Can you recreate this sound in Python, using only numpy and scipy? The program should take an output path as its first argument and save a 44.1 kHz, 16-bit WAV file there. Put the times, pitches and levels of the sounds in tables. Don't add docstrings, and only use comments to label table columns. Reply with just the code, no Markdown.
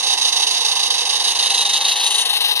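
import sys
import numpy as np
from scipy import signal
from scipy.io import wavfile
from scipy.ndimage import map_coordinates

SR = 44100
rng = np.random.default_rng(int(sys.argv[2]) if len(sys.argv) > 2 else 0)


def amplitude_ratio(level_db):
    exponent = np.asarray(level_db, float) / 20
    return 10 ** exponent


def digitize_waveform(pressure):
    field = np.atleast_2d(pressure).T
    bounded = np.clip(field, -1, 1)
    quanta = np.round(bounded * 32767).astype(np.int16)
    wavfile.write(sys.argv[1], SR, quanta)


N = 114660


def rms_one(x):
    return x / np.sqrt(np.mean(np.abs(x) ** 2) + 1e-20)


def in_time(rows):
    s, *columns = np.transpose(rows)
    return [np.interp(np.arange(N) / SR, s, c) for c in columns]


def at_hz(points, hz):
    table_hz, values = np.transpose(points)
    return np.interp(np.log(hz), np.log(table_hz), values)


def drift(rate_hz):
    r = np.exp(-2 * np.pi * rate_hz / SR)
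    return rms_one(signal.lfilter([1], [1, -2 * r, r * r], rng.standard_normal(N + SR))[SR:])


def resonate(x, hz, width_hz):
    r = np.exp(-np.pi * width_hz / SR)
    zeros = np.array([1, 0, -1]) * (1 - r * r) / 2
    return signal.lfilter(zeros, [1, -2 * r * np.cos(2 * np.pi * hz / SR), r * r], x)


def cut(x, hz, kind, order):
    return signal.sosfilt(signal.butter(order, hz, kind, fs=SR, output="sos"), x)


def blast(bearing):
    turn_starts = np.array([-.114, .032, .178, .326, .472, .613, .758, .907, 1.057, 1.203, 1.356, 1.505,
                            1.657, 1.811, 1.963, 2.110, 2.258, 2.409, 2.560, 2.71])
    # place [share of the turn], level/dB, fall/s
    beats = [
        (-.068, .7, .033),
        (.2, 1.2, .035),
        (.445, -.3, .036),
        (.64, -.9, .03),
    ]
    rise_s, spread_db, spread_s = .0062, .6, .001
    leak_db, leak_far_db = -19, 6
    t, out = np.arange(N) / SR, np.zeros(N)
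    chance = rng.standard_normal((len(turn_starts), len(beats), 2))
    for k, (start, length) in enumerate(zip(turn_starts, np.diff(turn_starts))):
        for (share, db, fall_s), (late, loud) in zip(beats, chance[k]):
            age = np.maximum(t - start - share * length - spread_s * late, 0)
            puff = (1 - np.exp(-(age / rise_s) ** 2)) * np.exp(-(age / fall_s) ** 2)
            out += amplitude_ratio(db + spread_db * loud) * puff
    return rms_one(out) + amplitude_ratio(leak_db + leak_far_db * np.maximum(bearing, 0))


def smear(flow):
    r = np.exp(-1 / (.012 * SR))
    return np.sqrt(signal.lfilter([1 - r], [1, -r], flow ** 2, zi=[r])[0])


def lagged(x, lag_s):
    at = np.arange(N) - lag_s * SR
    real = map_coordinates(x.real, [at], order=3, mode="nearest")
    imag = map_coordinates(x.imag, [at], order=3, mode="nearest")
    return real + 1j * imag


def microphone_port(direct, flow, bearing, aim_db, resonances, polarity, twists, dips):
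    # f/Hz, level against the direct sound/dB
    scatter = [(500, -15), (1000, -10), (1700, -2), (2800, -8), (5300, -16), (6100, -4), (9500, -7),
               (12000, 3)]
    # f/Hz, exponent on the flow [share]
    throb_shares = [(500, .12), (1000, .3), (1900, .42), (2700, .93), (9000, .95), (13000, 1.2)]
    scatter_far_db, scatter_trim_db = 3.5, -1.5
    smeared, own = smear(flow), rng.standard_normal(N)
    out = np.zeros(N)
    for (hz, width_hz, db, lean_db, aimed), sign, (twist, swing) in zip(resonances, polarity, twists):
        throb = at_hz(throb_shares, hz)
        turned = (direct * np.exp(1j * (twist + swing * bearing))).real
        scatter_db = at_hz(scatter, hz) + scatter_far_db * bearing + scatter_trim_db
        air = turned * flow ** throb + amplitude_ratio(scatter_db) * own * smeared ** throb
        out += sign * amplitude_ratio(db + lean_db * bearing + aimed * aim_db) * resonate(air, hz, width_hz)
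    for hz, width_hz, db in dips:
        out -= (1 - amplitude_ratio(db)) * resonate(out, hz, width_hz)
    return out


def locomotive():
    # t/s, level after gain control/dB, bearing [-1 left to 1 right], chimney aimed at the camera/dB
    passage = [(0, -17, .7, .1), (.4, -17, .7, .1), (.8, -17, .7, -1.1), (1.15, -17, .62, -.4),
               (1.45, -16, .42, .1), (1.75, -16, .2, 1.9), (1.95, -16, -.05, 3.0), (2.1, -17, -.35, 6.0),
               (2.22, -17, -.55, 6.0), (2.29, -17, -.7, -1.1), (2.45, -17, -.85, -3.0),
               (2.6, -17, -.95, -3.0)]
    # f/Hz, width/Hz, level/dB, lean [dB per unit bearing], share of aim
    left = [(490, 90, -19, .1, .1), (815, 150, -8.5, .1, .2), (1130, 280, -20, .1, .1),
            (2000, 550, -18, -3, .1), (2730, 350, -6.4, -4.2, .1), (3200, 450, -10, -4, .1),
            (3740, 220, 2.1, -3, .1), (4300, 700, -9.5, -2.5, .1), (5000, 600, -19, -8, -.2),
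            (6250, 550, -15, -3.5, 1.2), (7200, 500, -34, .1, .1), (9250, 1000, -10.8, -4.5, .9),
            (11000, 2200, -20, -6, .2), (14900, 2200, -29, -17, -.6)]
    right = [(490, 90, -19, .1, .1), (815, 150, -9.5, .1, .2), (1130, 280, -21, .1, .1),
             (2030, 450, -20, -3.5, .1), (2730, 350, -10, -4, .1), (3200, 450, -13.5, -3.5, .1),
             (3770, 200, 1.5, 3, .1), (4720, 600, -9.5, 3, -.1), (5300, 700, -21, -2.5, .1),
             (6130, 650, -9, 5.5, .9), (7200, 400, -32, 4, .3), (9250, 800, -14.4, 5, .7),
             (10800, 1500, -34, 8, -.3), (14500, 1500, -44, .1, .1)]
    polarity = [1, 1, -1, -1, -1, 1, 1, -1, -1, 1, -1, -1, 1, -1]
    right_twists = [(-.2, .01), (-.4, -.1), (-.4, -.1), (-.4, .01), (-.3, .01), (-.1, .65), (.01, .6),
                    (.2, 1.1), (.1, .5), (3.9, -1.6), (3.7, -4.1), (3.5, -1.5), (4.1, -1.5), (2.6, .01)]
    # f/Hz, width/Hz, depth/dB
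    left_dips, right_dips = [
        [(1390, 200, -9), (2370, 180, -14), (3520, 120, -4), (6900, 400, -5), (7800, 1300, -13)],
        [(1400, 250, -7), (2370, 180, -14), (4280, 250, -4), (6880, 400, -11), (7750, 1500, -16),
         (13000, 4500, -20)],
    ]
    level_db, bearing, aim_db = in_time(passage)
    flow = blast(bearing) * amplitude_ratio(.8 * drift(60))
    jet = signal.hilbert(rng.standard_normal(N))
    half_lag_s = bearing * .00013 / 2
    no_twists = np.zeros((len(left), 2))
    out = np.array([
        microphone_port(lagged(jet, half_lag_s), flow, bearing, aim_db, left, polarity, no_twists, left_dips),
        microphone_port(lagged(jet, -half_lag_s), flow, bearing, aim_db, right, polarity, right_twists,
                        right_dips)])
    out = cut(out, 300, "high", order=3)
    out = cut(out, 12000, "low", order=3)
    return amplitude_ratio(level_db) * rms_one(out)


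def garden():
    # t/s, level/dB
    hum_levels = [
        (0, -59),
        (1.3, -62),
        (2.6, -67),
    ]
    hum_db, = in_time(hum_levels)
    noise = rng.standard_normal((2, N)) * [[1], [.25]]
    hum = amplitude_ratio(hum_db) * rms_one(cut(noise, [180, 400], "band", order=3))
    rumble = amplitude_ratio(-80 + 7 * drift(5.5)) * rms_one(cut(noise, 60, "low", order=2))
    common, difference = hum + rumble
    return np.array([common + difference, common - difference])


def scene():
    return locomotive() + garden()


def roll_off(x):
    return signal.sosfilt(signal.butter(12, 15280, fs=SR, output="sos"), x)


def record(dry):
    ceiling = 1.7
    rounded = ceiling * np.tanh(dry / ceiling)
    top_cut = signal.cheby2(12, 70, 16500, fs=SR, output="sos")
    return roll_off(signal.sosfilt(top_cut, rounded))


dry = scene()
out = record(dry)
digitize_waveform(out)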